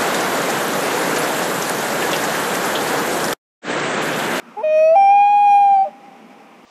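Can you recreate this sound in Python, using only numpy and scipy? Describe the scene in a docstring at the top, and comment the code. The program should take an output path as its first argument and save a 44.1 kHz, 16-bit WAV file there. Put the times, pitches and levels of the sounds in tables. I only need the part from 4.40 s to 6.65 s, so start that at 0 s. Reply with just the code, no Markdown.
"""A loon wails once, close to a single microphone on a quiet lake.
A short rising catch opens a low, almost pure note; the voice breaks upward with a brief rasp
to a long arched note and drops back as it stops. The syrinx makes the tone, the throat colours it.
The far shore returns a faint, long echo over a steady outdoor hush and a few soft laps."""
import sys
import numpy as np
from scipy import signal
from scipy.fft import rfft, irfft
from scipy.io import wavfile
from scipy.ndimage import uniform_filter1d

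SR = 44100
rng = np.random.default_rng(int(sys.argv[2]) if len(sys.argv) > 2 else 0)


def master(y):
    """Save y as 16-bit WAV."""
    cut = np.clip(np.atleast_2d(y).T, -1, 1)
    pcm = np.round(cut * 32767)  # scale
    wavfile.write(sys.argv[1], SR, pcm.astype(np.int16))


N = 99225
TIME = np.arange(N) / SR

# spectrum of distant air and water: (frequency [Hz], relative level [dB])
HUSH_SPECTRUM = [(40, -22), (70, -19.5), (100, -15), (135, -9.5), (170, -3), (220, 2), (290, -2),
                 (370, -5.5), (600, -6), (1000, -8), (1300, -11.5), (1650, -16.5), (2350, -12.5),
                 (3000, -19.5), (4200, -29.5), (5400, -27.5), (7000, -33), (10000, -37.5), (15500, -43)]
# soft sounds like lapping water: (time [s], pitch [Hz], half-width [Hz], half-length [s], level [dB])
WATER_LAPS = [(.391, 1900, 450, .006, -43), (1.69, 210, 40, .025, -48), (1.865, 220, 45, .025, -42)]
# echoes from the banks: (delay [s], gain [dB])
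BANK_ECHOES = [(.046, -23), (.29, -38)]
# spectrum of the rasp at the voice break: (frequency [Hz], relative level [dB])
RASP_SPECTRUM = [(1000, -25), (2000, -10), (2500, 0), (3500, -14), (4500, -5), (6000, -7), (7200, -20),
                 (10000, -16), (12000, -28), (15000, -32)]
# the four parts of the wail: (time [s], pitch [Hz], level [dB])
CATCH_CURVE = [(.16, 400, -53.5), (.172, 408, -26.5), (.19, 424.5, -24), (.21, 445, -25.5),
               (.222, 488, -29.5), (.232, 583, -42)]
LOW_CURVE = [(.226, 597, -41), (.233, 620, -26), (.24, 619.6, -15.5), (.285, 617.4, -15.5),
             (.365, 622.3, -11.5), (.46, 635.5, -11.3), (.522, 650, -9.7), (.546, 666, -11.5),
             (.553, 690, -13), (.565, 660, -28)]
HIGH_CURVE = [(.548, 770, -37), (.558, 792.3, -9), (.67, 790.5, -9.5), (.705, 798.5, -8.5),
              (.74, 808.8, -10.5), (.815, 813.4, -9.5), (.91, 820, -12), (1.05, 819.1, -11),
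              (1.155, 807.8, -9), (1.195, 810.4, -11), (1.225, 805, -10.5), (1.29, 798, -12),
              (1.342, 791.6, -10), (1.372, 777.7, -13), (1.422, 772, -12.5), (1.446, 788, -18),
              (1.462, 830, -39)]
RELEASE_CURVE = [(1.442, 657, -47), (1.453, 625, -25.5), (1.47, 606, -23.5), (1.487, 585, -32),
                 (1.51, 580, -59)]
# throat colour of each part: (frequency [Hz], base overtone level against the fundamental [dB])
THROAT_CATCH = [(850, 9.5), (1280, -19), (1750, -29), (2500, -22.5), (3500, -41)]
THROAT_LOW_EARLY = [(1240, -35), (1860, -29), (2480, -21.5), (3100, -36.5), (3720, -41), (4350, -48.5),
                    (4970, -57.5), (5600, -44), (6200, -46), (6900, -67.5), (7500, -61.5), (8700, -56.5),
                    (9300, -65), (10000, -58), (11300, -67.5), (15000, -75)]
THROAT_LOW_LATE = [(1280, -30.5), (1920, -35.5), (2550, -21), (3200, -50), (3830, -54.5), (4480, -39.5),
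                   (5100, -58.5), (5750, -42), (6400, -60), (7000, -69.5), (8200, -57), (9400, -68.5),
                   (10700, -55.5), (11400, -71.5), (12100, -59.5), (15000, -70)]
THROAT_HIGH_EARLY = [(1580, -39.5), (2380, -21), (3170, -38), (3960, -58.5), (4750, -54), (5540, -39.5),
                     (6330, -53.5), (7120, -66), (7900, -67), (8700, -50.5), (9500, -61), (10300, -56.5),
                     (11100, -69), (11900, -75.5), (12660, -57), (13600, -77.5), (15000, -69.5)]
THROAT_HIGH_LATE = [(1620, -35), (2430, -20), (3250, -34), (4050, -44), (4850, -54), (5650, -50),
                    (6450, -60.5), (7250, -53), (8050, -60), (8850, -62), (9700, -57), (10550, -52),
                    (11350, -73), (12200, -60), (13000, -64), (13700, -74), (14650, -59), (15500, -72)]
THROAT_RELEASE = [(1200, -26), (1800, -34), (2500, -28.5), (3500, -49)]
# brightness of the voice: (time [s], change of the main throat resonance [dB], change of the treble [dB])
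VOICE_BRIGHTNESS = [(.235, -1, -9), (.3, 1, -5.5), (.38, 1, 4), (.47, 0, 0), (.53, -10.5, -11),
                    (.565, -2, -1.5), (.68, 0.5, -1), (.82, 2, -1), (.98, -0.5, 1), (1.14, -2, 2),
                    (1.3, -8, 1), (1.37, -12, -2.5), (1.41, -15, -12), (1.445, -22, -32)]

HUSH_DB, HUSH_WAVER_DB = -44.5, .62
SWELL_HZ, SWELL_WIDTH_HZ, SWELL_DB, SWELL_FADE_S = 1280, 260, -49, .35
SHORE_DB, SHORE_T60_S, ECHO_CUT_HZ = -29, 2.7, 3000
RASP_S, RASP_WIDTH_S, RASP_DB = .559, .008, -50
BREAK_S, BREAK_WIDTH_S, BREAK_JITTER = .556, .0072, .015
JITTER, JITTER_HZ, SHIMMER_DB, SHIMMER_HZ = .0018, 60, .12, 20
OVERTONE_WANDER_DB, TREBLE_WANDER_DB, WANDER_HZ = .5, 2.2, 5
RESONANCE_HZ, RESONANCE_OCTAVES, TREBLE_EDGE_HZ = 2720, .78, (4900, 4950)
RING_S, RING_WIDTH_S, RING_HZ, RING_WIDTH_HZ, RING_DB = 1.41, .07, 4680, 400, 13
LOW_CUT_HZ, HIGH_CUT_HZ = 165, 15500


def from_db(db):
    """Decibels to gain."""
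    return 10 ** (np.asarray(db) / 20)


def bump(x, centre, width):
    """A bell curve of height 1."""
    return np.exp(-((x - centre) / width) ** 2)


def in_time(rows):
    """Each column of a curve at every sample."""
    times, *columns = np.transpose(rows)
    return [np.interp(TIME, times, column) for column in columns]


def at_hz(spectrum, hz):
    """Read a spectrum on a log-frequency axis."""
    frequencies, db = np.transpose(spectrum)
    return np.interp(np.log(np.maximum(hz, 1)), np.log(frequencies), db)


def coloured(gain_at):
    """Noise of unit rms with a given gain per frequency."""
    hz = np.arange(N // 2 + 1) * SR / N
    noise = irfft(rfft(rng.standard_normal(N)) * gain_at(hz), N)
    return noise / np.sqrt(np.mean(noise ** 2) + 1e-20)


def drift(rate_hz):
    """Random wander of unit rms, mostly slower than the given rate."""
    return coloured(lambda hz: (hz > 0) / (1 + (hz / rate_hz) ** 2))


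def hush():
    """Steady far noise of air and water, with a soft midrange swell that dies away."""
    level = from_db(HUSH_DB + HUSH_WAVER_DB * drift(rate_hz=9.9))
    steady = coloured(lambda hz: from_db(at_hz(HUSH_SPECTRUM, hz)))
    swell = coloured(lambda hz: 1 / (1 + ((hz - SWELL_HZ) / SWELL_WIDTH_HZ) ** 2))
    return level * steady + from_db(SWELL_DB) * bump(TIME, 0, SWELL_FADE_S) * swell


def laps():
    """Brief, soft puffs of narrow noise, like water lapping."""
    water = np.zeros(N)
    for at_s, pitch, half_width, half_length, db in WATER_LAPS:
        band = coloured(lambda hz: 1 / (1 + ((hz - pitch) / half_width) ** 4))
        water += from_db(db) * bump(TIME, at_s, half_length) * band
    return water


def lake_echo(call):
    """Dull echoes from the banks and a long scattered tail from the wooded shore."""
    first_echo_s = BANK_ECHOES[0][0]
    tail = rng.standard_normal(N) * from_db(-60 * TIME / SHORE_T60_S) * (TIME > first_echo_s)
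    tail /= np.sqrt(np.sum(tail ** 2))
    echoes = from_db(SHORE_DB) * signal.fftconvolve(call, tail)[:N]
    for delay, db in BANK_ECHOES:
        echoes += from_db(db) * np.interp(TIME - delay, TIME, call, left=0)
    return signal.sosfilt(signal.butter(2, ECHO_CUT_HZ, fs=SR, output="sos"), echoes)


def rasp():
    """A short burst of roughness as the voice breaks upward."""
    noise = coloured(lambda hz: from_db(at_hz(RASP_SPECTRUM, hz)))
    return from_db(RASP_DB) * bump(TIME, RASP_S, RASP_WIDTH_S) * noise


def throat_gain(hz, throat, late_throat, shift_s):
    """The throat colours one overtone, moving to its late shape, if it has one, over the span shift_s."""
    colour_db = at_hz(throat, hz)
    if late_throat is not None:
        colour_db += np.interp(TIME, shift_s, [0, 1]) * (at_hz(late_throat, hz) - colour_db)
    resonance_db, treble_db = in_time(VOICE_BRIGHTNESS)
    in_resonance = bump(np.log2(hz / RESONANCE_HZ), 0, RESONANCE_OCTAVES)
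    in_treble = np.interp(hz, TREBLE_EDGE_HZ, [0, 1])
    wander_db = (OVERTONE_WANDER_DB + in_treble * TREBLE_WANDER_DB) * drift(WANDER_HZ)
    # a thin ring comes up as the call closes
    ring_db = RING_DB * bump(TIME, RING_S, RING_WIDTH_S) * bump(hz, RING_HZ, RING_WIDTH_HZ)
    return from_db(colour_db + ring_db + in_resonance * resonance_db + in_treble * treble_db + wander_db)


def syrinx(curve, throat, late_throat=None, shift_s=None, *, harmonics):
    """One register of the voice: a sine and its overtones, unsteady in pitch near the break."""
    hz, db = in_time(curve)
    breaking = bump(TIME, BREAK_S, BREAK_WIDTH_S)
    hz *= 1 + JITTER * drift(JITTER_HZ) + BREAK_JITTER * breaking * drift(rate_hz=400)
    phase = 2 * np.pi * np.cumsum(hz) / SR
    wave, power = np.sin(phase), 1
    for k in range(2, harmonics + 1):
        gain = throat_gain(k * hz, throat, late_throat, shift_s)
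        wave += gain * np.sin(k * phase + rng.uniform(0, 2 * np.pi))
        power += gain ** 2
    sounding = (TIME > curve[0][0]) & (TIME < curve[-1][0])
    soft_gate = uniform_filter1d(sounding.astype(float), size=200)
    level = from_db(db + SHIMMER_DB * drift(SHIMMER_HZ))
    return soft_gate * level * wave * np.sqrt(2 / power)


def loon():
    """The bird, close by: catch, low note, high note and release run into one another."""
    catch = syrinx(CATCH_CURVE, THROAT_CATCH, harmonics=6)
    low = syrinx(LOW_CURVE, THROAT_LOW_EARLY, THROAT_LOW_LATE, shift_s=(.3, .46), harmonics=24)
    high = syrinx(HIGH_CURVE, THROAT_HIGH_EARLY, THROAT_HIGH_LATE, shift_s=(.68, .88), harmonics=19)
    release = syrinx(RELEASE_CURVE, THROAT_RELEASE, harmonics=5)
    return catch + low + high + release


def scene():
    """At the microphone, in mono: the hush and the water, the near bird and its distant echo."""
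    background = hush() + laps()
    call = loon() + rasp()
    return (background + call + lake_echo(call))[None]


def record(dry):
    """A low cut takes the rumble off the microphone signal, and the top is cut steeply."""
    thinned = signal.sosfilt(signal.butter(4, LOW_CUT_HZ, "high", fs=SR, output="sos"), dry)
    return signal.sosfilt(signal.ellip(12, .1, 90, HIGH_CUT_HZ, fs=SR, output="sos"), thinned)


dry = scene()
out = record(dry)
master(out)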